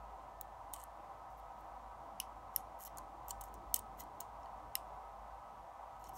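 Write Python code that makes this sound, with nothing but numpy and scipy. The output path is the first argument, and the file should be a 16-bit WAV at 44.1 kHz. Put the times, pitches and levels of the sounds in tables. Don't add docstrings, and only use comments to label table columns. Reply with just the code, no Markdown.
import sys
import numpy as np
from scipy import signal
from scipy.fft import rfft, irfft, next_fast_len
from scipy.io import wavfile
from scipy.ndimage import uniform_filter1d, map_coordinates

SR = 44100
rng = np.random.default_rng(int(sys.argv[2]) if len(sys.argv) > 2 else 0)


def file_out(sig):
    cols = np.atleast_2d(sig).T
    lim = np.clip(cols, -1, 1)
    pcm = np.round(lim * 32767).astype(np.int16)
    wavfile.write(sys.argv[1], SR, pcm)


def rack_gain(trim_db):
    fader = np.asarray(trim_db, float)
    return 10 ** (fader / 20)


N = 272097

# start in seconds, peak in dB, chatter in dB, chatter
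# t60 in seconds, room answer in dB.
SNAPS = [(0.4115, -28.5, -24, .008, -21), (0.7372, -24.5, -28, 0.006, -19), (2.2009, -25, -22, 0.013, -22),
         (2.5618, -15, -27, 0.007, -22), (2.9838, -31.5, -25, 0.008, -23), (4.2066, -26.5, -24, 0.009, -19),
         (4.7535, -19.5, -25, 0.01, -23)]
MORE_SNAPS = [(3.2835, -35, -28.5, .006, -26), (3.3076, -28.5, -14, 0.0099, -34),
              (3.7416, -15.5, -22, 0.0068, -16), (3.7433, -10.5, -19, 0.0089, -30),
              (3.7906, -31.5, -18, 0.007, -24), (3.7936, -32.5, -24, .007, -27),
              (4.4323, -59.5, -22, 0.0056, -21)]
# resonance in Hz, width in Hz, level in dB.
STACKS = [
    [(2990, 200, -19), (3900, 200, -15), (4800, 200, -23), (6930, 290, -5.5), (8370, 300, -10),
     (9800, 340, -8), (10900, 400, -7), (12400, 650, -9), (13400, 300, -13), (14500, 360, -7),
     (15400, 550, 0)],
    [(3100, 180, -8), (3680, 340, -1.5), (7540, 740, -19), (9170, 1200, 5.5), (10600, 340, -2),
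     (14070, 1100, 1), (15200, 900, -10)],
    [(2680, 230, 6.5), (2915, 150, 13), (4700, 210, -15), (5480, 310, 8.5), (5940, 320, 7.5),
     (6900, 300, -12), (8570, 500, -2), (9830, 350, -4), (10400, 370, -5.5), (11140, 440, 4),
     (11700, 490, 1), (12540, 500, 5), (13490, 400, -5), (15300, 390, -9)],
]
LATER_STACKS = [
    [(1925, 210, -15), (2950, 280, -14.5), (5500, 200, -7.5), (7275, 240, -13.5), (8520, 360, -14),
     (10560, 610, -8.5), (11640, 620, -8), (12000, 520, 2.5), (13100, 240, -19), (15200, 280, -24)],
    [(1530, 110, -5), (4370, 220, -15.5), (6730, 240, -5), (9000, 560, -11), (11200, 600, -11),
     (11850, 340, -20), (13350, 440, -14), (15450, 1330, -18.5)],
    [(2940, 570, -19), (5600, 440, -10), (7000, 650, 8.5), (8200, 520, 1), (11300, 540, -20),
     (15300, 860, 3), (15500, 410, 2)],
    [(1965, 180, 5), (2830, 110, 4.5), (2990, 130, 7), (4050, 190, 3), (5220, 250, 7), (6060, 200, -4),
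     (7880, 150, -19), (8400, 80, 5), (9540, 640, -0.5), (10450, 260, -7.5), (10460, 220, 0),
     (12550, 750, 3.5), (14450, 400, -25), (15200, 300, -28)],
]
MORE_SNAP_STACKS = [
    [(3070, 310, -18), (7400, 300, -1), (10000, 230, -21), (11900, 350, 0), (12100, 330, -7)],
    [(3070, 150, -5), (4400, 220, -4), (6340, 420, -2), (7380, 440, 3), (7800, 350, 0), (8500, 210, 1),
     (13000, 370, -9), (14400, 370, -15), (14600, 230, -9)],
    [(6100, 1220, -3), (13840, 1580, -0.5)],
    [(1960, 140, -25), (3050, 230, -7), (4140, 270, -10), (7100, 540, -3.5), (8060, 940, 4.5),
     (11940, 340, -7), (12500, 570, -2.5), (15200, 1040, -11.5)],
    [(7360, 650, -12), (9500, 600, -2), (11900, 630, -6), (14800, 720, -9)],
    [(3550, 540, -14), (6910, 650, -10), (9480, 500, -4), (12100, 750, -11), (14840, 650, -10.5)],
    [(2800, 300, -3.5), (5350, 260, 0)],
]


def snaps():
    for event, peaks in zip(SNAPS + MORE_SNAPS, STACKS + LATER_STACKS + MORE_SNAP_STACKS):
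        s, peak_db, chatter_db, chatter_t60, room_db = event
        struck = stack_ring(peaks, widen=0.98, rise_cycles=1.76)
        chance = rng.standard_normal(SR // 50)
        yield s, rack_gain(peak_db) * chattering(struck, chance, chatter_db, chatter_t60), room_db


# start in seconds,
# peak in dB.
REBOUNDS = [(.7370, -37), (2.2014, -32), (2.2011, -26), (2.201, -28.5), (2.2027, -35), (2.5614, -27.5),
            (2.5629, -31), (3.284, -39), (3.3069, -31), (3.7428, -26), (4.75404, -22), (4.7558, -38),
            (2.2043, -38), (2.5632, -26), (2.5643, -33), (3.31, -38), (3.312, -35), (3.7438, -27),
            (4.7549, -38)]


def rebounds():
    snap_times = np.array([snap[0] for snap in SNAPS + MORE_SNAPS])
    stacks = STACKS + LATER_STACKS + MORE_SNAP_STACKS
    for s, peak_db in REBOUNDS:
        nearest = stacks[np.argmin(np.abs(s - snap_times))]
        peaks = [p for p in nearest if p[0] > 6300]
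        struck = stack_ring(peaks, widen=1.28, rise_cycles=1.4)
        chance = rng.standard_normal(SR // 50)
        yield s, rack_gain(peak_db) * chattering(struck, chance, chatter_db=-22, chatter_t60=0.0059), -22


def stack_ring(peaks, widen, rise_cycles):
    t = np.arange(SR // 50) / SR
    hz, width, db = np.transpose(peaks)[:, :, None]
    decay = rack_gain(db) * width * np.exp(-np.pi * widen * width * t)
    rise = (1 - np.exp(-t * hz / rise_cycles)) ** 2
    return (decay * np.sin(2 * np.pi * hz * t) * rise).sum(0) * spiked(t)


# start in seconds, peak in dB, place (0 plug, 1 pins, 2 shaft, 3 tip),
# loss in dB per part away from that place, housing in dB relative to the peak.
TAPS = [(.7354, -46, 2.7, 1, -20), (.7398, -44, 1, 8, -13.5), (.7628, -46, 1.3, 3, -8),
        (.8385, -35, 1.9, 11, -40), (.7334, -61, 0.86, 2, -15), (2.9726, -43, 1.2, 2, -24),
        (3.4855, -64, .5, 3, -8), (3.2948, -44, .8, 12, -26), (3.3055, -46, 2.8, 6, -24),
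        (3.99, -53, 4.5, 3, -6), (3.4112, -40, 2.2, 6, -36), (3.416, -43, 1, 18, -26),
        (3.4387, -38, 2.3, 7, -42), (3.5411, -41, 2.3, 7, -27), (5.966, -68, .5, 5, -1),
        (6.0, -65, 2.6, 8, -15), (3.7604, -27.5, 3.6, 2.5, -26.5), (3.7644, -32, 1.6, 2.5, -18),
        (.7925, -55, 1.5, 6, -13), (3.5517, -63, .3, 6, -9), (3.9995, -52, 0.92, -4, -11.5),
        (4.2043, -37, 2.2, 2, -27), (4.4325, -67, .1, 6, -3), (4.4583, -69, .1, 1, 11)]
# start in seconds, peak in dB, place (as for taps), housing in dB.
CATCHES = [(0.4134, -53, 1.5, -5), (0.7994, -47, 1.1, -26), (.8045, -47, .5, -26), (0.816, -47, .8, -21),
           (1.399, -55, 2.3, -14), (1.6085, -59, 1.9, -13), (2.8301, -60, 1.6, -22), (2.8, -49, 2.1, -21),
           (2.8066, -42, 2.1, -19), (2.813, -46, 1.9, -20), (2.8218, -40, 2.2, -28),
           (2.8367, -38, 2.1, -37), (2.8503, -36, 2.3, -38), (2.8524, -42, 2.1, -30),
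           (2.8583, -43, 2.1, -38), (2.8657, -58, 1.5, -21), (2.87, -52, 1.3, -8), (2.8772, -43, 1.6, -12),
           (3.312, -44, 1.6, -17), (3.7544, -38, 2.2, -23), (3.7582, -43, 1.5, -13),
           (4.0055, -40, 2.1, -16), (4.007, -51.5, .9, -5), (4.037, -47, 1.9, -18), (4.2124, -47, .1, -17),
           (6.0412, -47.5, 0.43, -13), (6.0566, -58, .1, -4), (6.0904, -44, 2.6, -26),
           (6.0934, -44, 2.2, -22), (6.165, -55, 1.1, -19), (.8142, -51, 1.4, -17), (.832, -56, .9, -17),
           (2.7945, -58, 2.9, -18), (2.8345, -51, 2.2, -30), (2.855, -50, 2.1, -25),
           (3.3028, -50, 3.1, -25), (3.4137, -52, 1.6, -24), (3.441, -56, .7, -22),
           (3.7675, -43, 1.2, -10.5), (6.011, -66, .1, -15), (6.098, -60, 2.1, -12),
           (6.1457, -61, 2.7, -20), (6.155, -57, .2, -20), (6.1685, -52, 1.9, -11), (2.838, -43, .3, -29),
           (2.8506, -51, .2, -22), (2.8064, -52, .1, -20), (6.0414, -54, 3.2, -30)]


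def light_contacts():
    rows = TAPS + [(s, db, place, 10.5, housing_db) for s, db, place, housing_db in CATCHES]
    contacts = []
    for s, peak_db, place, loss_db, housing_db in rows:
        parts_db = peak_db - loss_db * np.abs(np.arange(4) - place)
        contacts.append((s, peak_db + housing_db, *parts_db))
    return contacts


# mode in Hz, level in dB, t60 in seconds.
HOUSING = [(1950, -0.5, 0.037), (2990, 10, 0.0077), (4200, 7.5, 0.0077)]
PLUG = [(5556, 1.5, 0.0055), (6830, 3.5, 0.011), (7140, 4, 0.012)]
PINS = [(7880, -1.5, 0.0037), (8330, -0.5, 0.0036), (9750, -4.5, 0.0032)]
SHAFT = [(10870, -7.5, 0.0018), (11650, 4.5, 0.0039), (12520, 4, 0.0035)]
TIP = [(13730, 1, 0.0022), (14300, -2.04, 0.003), (15660, 0.5, 0.0022)]


def taps():
    parts = (HOUSING, PLUG, PINS, SHAFT, TIP)
    rises_s = (0.00062, 0.00017, 0.00032, 0.000077, 0.000062)
    for s, *levels_db in light_contacts():
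        sound = 0
        for modes, db, rise_s in zip(parts, levels_db, rises_s):
            chance = rng.standard_normal(6 + SR // 50)
            struck = ring(modes, chance, rise_s, detune=0.023, scatter_db=2.5)
            sound = sound + rack_gain(db + 1.5) * chattering(struck, chance, chatter_db=-19, chatter_t60=0.0076)
        yield s, sound, -22


def ring(modes, chance, rise_s, detune, scatter_db):
    t = np.arange(SR // 50) / SR
    hz, db, t60 = np.transpose(modes)[:, :, None]
    pitch, size = chance[:6].reshape(2, 3, 1)
    decay = rack_gain(db + scatter_db * size - 60 * t / t60)
    each = decay * np.sin(2 * np.pi * hz * (1 + detune * pitch) * t)
    rise = (1 - np.exp(-t / rise_s)) ** 2
    return each.sum(0) * spiked(t) * rise


def spiked(t):
    return 1 + rack_gain(4) * np.exp(-(t / .00025) ** 2)


def chattering(sound, chance, chatter_db, chatter_t60):
    force = rack_gain(chatter_db - 60 * np.arange(len(chance)) / SR / chatter_t60) * chance
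    x = np.convolve(np.append(1, force), sound)
    return x / np.abs(x).max()


def clicks():
    dry, wet = np.zeros((2, N + SR))
    for s, blow, room_db in [*taps(), *snaps(), *rebounds()]:
        start = round(s * SR)
        crack = blow * rack_gain(-60 * np.arange(len(blow)) / SR / 0.0043)
        answer = signal.fftconvolve(crack, room_tail(delay_s=.006))
        answer *= np.linalg.norm(blow) / np.linalg.norm(crack)
        dry[start:][:len(blow)] += blow
        wet[start:][:len(answer)] += rack_gain(room_db - 1.5) * answer
    return dry[:N], wet[:N]


# start in seconds, length in seconds,
# scrape in dB at the start, gain in dB by the end, pick in dB over the brass.
STROKES = [(0.7332, .011, -58, 1, -3), (0.742, 0.1, -65, -3.5, -7), (1.3, .03, -82, -1, 3),
           (1.373, .025, -83, -2.5, 7.5), (1.585, .03, -86, 3, 3), (2.789, .042, -73.5, 9, 9),
           (2.851, 0.025, -60.5, -1, 7.5), (2.537, 0.026, -79.5, 8, 1), (2.979, 0.01, -71.5, 7, -5),
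           (3.282, 0.021, -65.5, 7, 3), (3.298, 0.0144, -64.5, 2, -4), (3.411, 0.006, -53.5, -5, 5.5),
           (3.437, 0.057, -70, -14.5, 3.5), (3.749, .008, -65, -10, -6.5), (3.752, 0.016, -60.5, 8, 1.5),
           (3.771, .02, -84.5, -8.5, 11), (3.79, .007, -69, -3, 6), (3.974, 0.03, -81.5, 22.5, 6.5),
           (4.004, .03, -60, -17, -2), (4.203, 0.0063, -63, 2.5, 1.5), (4.211, 0.014, -64, -13, 1),
           (5.994, 0.041, -84, 1, 8.5), (6.043, 0.055, -72.5, 1, -2), (6.135, 0.038, -77, 13.5, 5),
           (2.57, 0.046, -69.5, -10.5, -6), (3.542, .015, -74, -6, -1)]
# housing in dB, plug in dB.
BEARING = [(-8, -7), (-8.5, -12), (-11, -2.5), (-11, -4), (-11, -1), (-11, -1), (-11, 0), (-1.5, 0.5),
           (-12, -1), (-12, -2), (-7, -1), (-14, -2.5), (-15, -1), (-13, -7), (-5, -6), (-10, -4),
           (-11, -1), (-8, 1), (-6, -0.5), (-4.5, -4), (-9, -8), (-9, 2), (-6, 1.5), (-15, 1), (-9, 2.5),
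           (-9, 5)]


def pressure():
    t, gains = np.arange(N) / SR, np.zeros((4, N))
    grip_s, lift_s, fade_db = .002, .004, 16
    for (s, length, db, gain_db, pick_db), (housing_db, plug_db) in zip(STROKES, BEARING):
        corners = np.cumsum([s - grip_s, grip_s, length, lift_s])
        span = slice(int(corners[0] * SR), int(corners[-1] * SR))
        end_db = db + gain_db
        force = rack_gain(np.interp(t[span], corners, [db - fade_db, db, end_db, end_db - fade_db]))
        gains[:, span] += rack_gain([[housing_db], [plug_db], [-3], [pick_db]]) * force
    return gains


def slips(rate, spread_db):
    when, size, sign = rng.random((3, N))
    return (when < rate / SR) * rack_gain(-spread_db * np.log(size + 1e-4)) * (sign - .5)


def grit(rate, spread_db, stutter_rate):
    return unit(slips(rate, spread_db) * rack_gain(1.5 * wobble(stutter_rate)))


# mode in Hz, level in dB, t60 in seconds.
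KEYWAY = [(5570, 2, 0.0031), (6800, 4.5, 0.00307)]
# centre in Hz, width in Hz, depth from 0 to 1.
PORT_NOTCH = (10400, 980, 0.54)


def scrape():
    common = grit(rate=3300, spread_db=2.2, stutter_rate=160)
    dry = np.zeros(N)
    for gain, modes in zip(pressure(), (HOUSING, KEYWAY, PINS, SHAFT + TIP)):
        own = grit(rate=11000, spread_db=3.0, stutter_rate=120)
        blurred = resonances([(hz, 2.5 / t60, db) for hz, db, t60 in modes])
        voice = filtered(common + own, blurred)
        dry += gain * patchy(voice, size=128, bins=4, frames=9, depth_db=2.8)
    hz, width, depth = PORT_NOTCH
    dry = filtered(dry, lambda f: 1 - depth * resonances([(hz, width, 0)])(f))
    return dry + rack_gain(-21.0) * signal.fftconvolve(dry, room_tail(delay_s=0.0065))[:N]


# frequency in Hz, level in dB.
ECHO = [(1500, 7), (2200, 11.5), (3000, 8), (5500, 1), (7000, -4.5), (8700, -2), (10400, -4.5), (12200, -2),
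        (14500, -6.5)]
# frequency in Hz, t60 in seconds.
ROOM = [(1500, 0.15), (5000, 0.15), (9000, .18), (12500, 0.087), (16000, 0.098)]


def room_tail(delay_s):
    hz, t, z = signal.stft(rng.standard_normal(SR // 6), SR, nperseg=128)
    level_db = along(ECHO, hz)[:, None] - 60 * t / along(ROOM, hz)[:, None]
    tail = signal.istft(z * rack_gain(level_db), SR, nperseg=128)[1]
    tail *= 1 - np.exp(-(np.arange(len(tail)) / SR / delay_s) ** 2)
    return rack_gain(9.5) * tail / np.linalg.norm(tail)


# resonance in Hz, width in Hz, level in dB.
CASING = [(508, 35.4, -12.5), (600.6, 30, -7), (675.8, 20.6, -1.5), (758.6, 29.2, 1), (790, 21.7, 3),
          (831.3, 37.3, -2), (909.4, 45.4, -4), (932.5, 28, 1), (968.5, 22.8, 0.5), (1029.4, 38.7, -3),
          (1142, 29, -5.5), (1265, 62, -10.5), (1525, 31, -18), (1954, 94, -25.5)]
# frequency in Hz, rms level in dB.
WHINE = [(1274, -69), (1773, -82.5)]
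# time in seconds, level in dB.
THROB = [(0.0, -60), (1.27, -67.5), (1.31, -62.5), (1.89, -60.5), (1.96, -66), (3.01, -61.5), (3.08, -69),
         (3.21, -60), (3.76, -57.5), (3.81, -67), (3.95, -55.5), (4.23, -74), (4.26, -62.5), (5.34, -60.5),
         (5.55, -69), (5.6, -60), (5.69, -73), (6.17, -59.5)]


def fan():
    t = np.arange(N) / SR
    sound = rack_gain(-53 + .7 * wobble(8.7)) * noise(resonances(CASING))
    for hz, db in WHINE:
        level = rack_gain(db + 1.0 + 3.7 * wobble(6.1))
        sound += level * np.sin(2 * np.pi * hz * t + .5 * wobble(5.7))
    throb = np.sin(2 * np.pi * 52 * t + 0.6 * wobble(4.2)) * rack_gain(2.5 + 1.4 * wobble(28))
    throb += rack_gain(-6.5) * noise(lambda hz: resonances([(50, 22, 0)])(hz) ** 3)
    return sound + level_curve(THROB) * throb


# time in seconds, level in dB.
SWELL = [(0.0, -70), (2.65, -68.5), (3.02, -70), (3.61, -65), (4.4, -68), (5.91, -71), (6.17, -66)]
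# frequency in Hz, density in dB per Hz.
RUMBLE = [(36, -33.5), (62, -11.5), (81, -7.5), (129, -9.5), (162, -16), (215, -11), (253, -15),
          (324, -11.5), (371, -16.5), (460, -14), (480, -17.5), (620, -37), (1060, -120)]
# frequency in Hz, density in dB per Hz.
HISS = [(1000, -35), (1600, -2), (1860, -10), (2480, -13), (2940, -14), (4830, -21), (5900, -19),
        (9500, -23), (10400, -29), (11300, -24), (15600, -27)]


def floor():
    air = noise(lambda hz: rack_gain(along(RUMBLE, hz)))
    air = patchy(air, size=2048, bins=4, frames=4, depth_db=2.2)
    rumble = level_curve(SWELL) * rack_gain(2.5 + 1.2 * wobble(7)) * air
    return rumble + rack_gain(-73.5) * noise(lambda hz: rack_gain(along(HISS, hz)))


def unit(x):
    return x / np.sqrt(np.mean(x ** 2) + 1e-20)


def along(points, hz):
    f, v = np.transpose(points)
    return np.interp(np.log(hz + 1), np.log(f + 1), v)


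def level_curve(rows):
    s, db = np.transpose(rows)
    return rack_gain(np.interp(np.arange(N) / SR, s, db, -120, -120))


def wobble(rate):
    knots = rng.standard_normal(int(N * rate / SR) + 4)
    return map_coordinates(knots, [np.arange(N) * rate / SR])


def filtered(x, response):
    m = next_fast_len(N + SR // 2)
    return irfft(rfft(x, m) * response(np.fft.rfftfreq(m, 1 / SR)), m)[:N]


def resonances(peaks):
    def response(f):
        total = 0
        for k, (hz, width, db) in enumerate(peaks):
            damping = 1j * f * width
            total = total + (-1) ** k * rack_gain(db) * damping / (hz * hz - f * f + damping)
        return total
    return response


def noise(response):
    m = next_fast_len(N)
    spectrum = rfft(rng.standard_normal(m)) * response(np.fft.rfftfreq(m, 1 / SR))
    return unit(irfft(spectrum, m)[:N])


def patchy(x, size, bins, frames, depth_db):
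    z = signal.stft(x, nperseg=size)[2]
    field = uniform_filter1d(rng.standard_normal(z.shape), bins, axis=0)
    field = uniform_filter1d(field, frames, axis=1)
    return unit(signal.istft(z * rack_gain(depth_db * unit(field)), nperseg=size)[1][:N])


def scene():
    contacts, echoes = clicks()
    steady = filtered(echoes + scrape() + fan() + floor(), lambda hz: hz < 15750)
    return (contacts + steady)[None]


def low_pass(x):
    return signal.sosfilt(signal.butter(12, 17100, fs=SR, output="sos"), x)


def record(dry):
    limited = filtered(dry[0], lambda hz: np.clip((17050 - hz) / 1100, 0, 1))[None]
    return low_pass(limited)


dry = scene()
out = record(dry)
file_out(out)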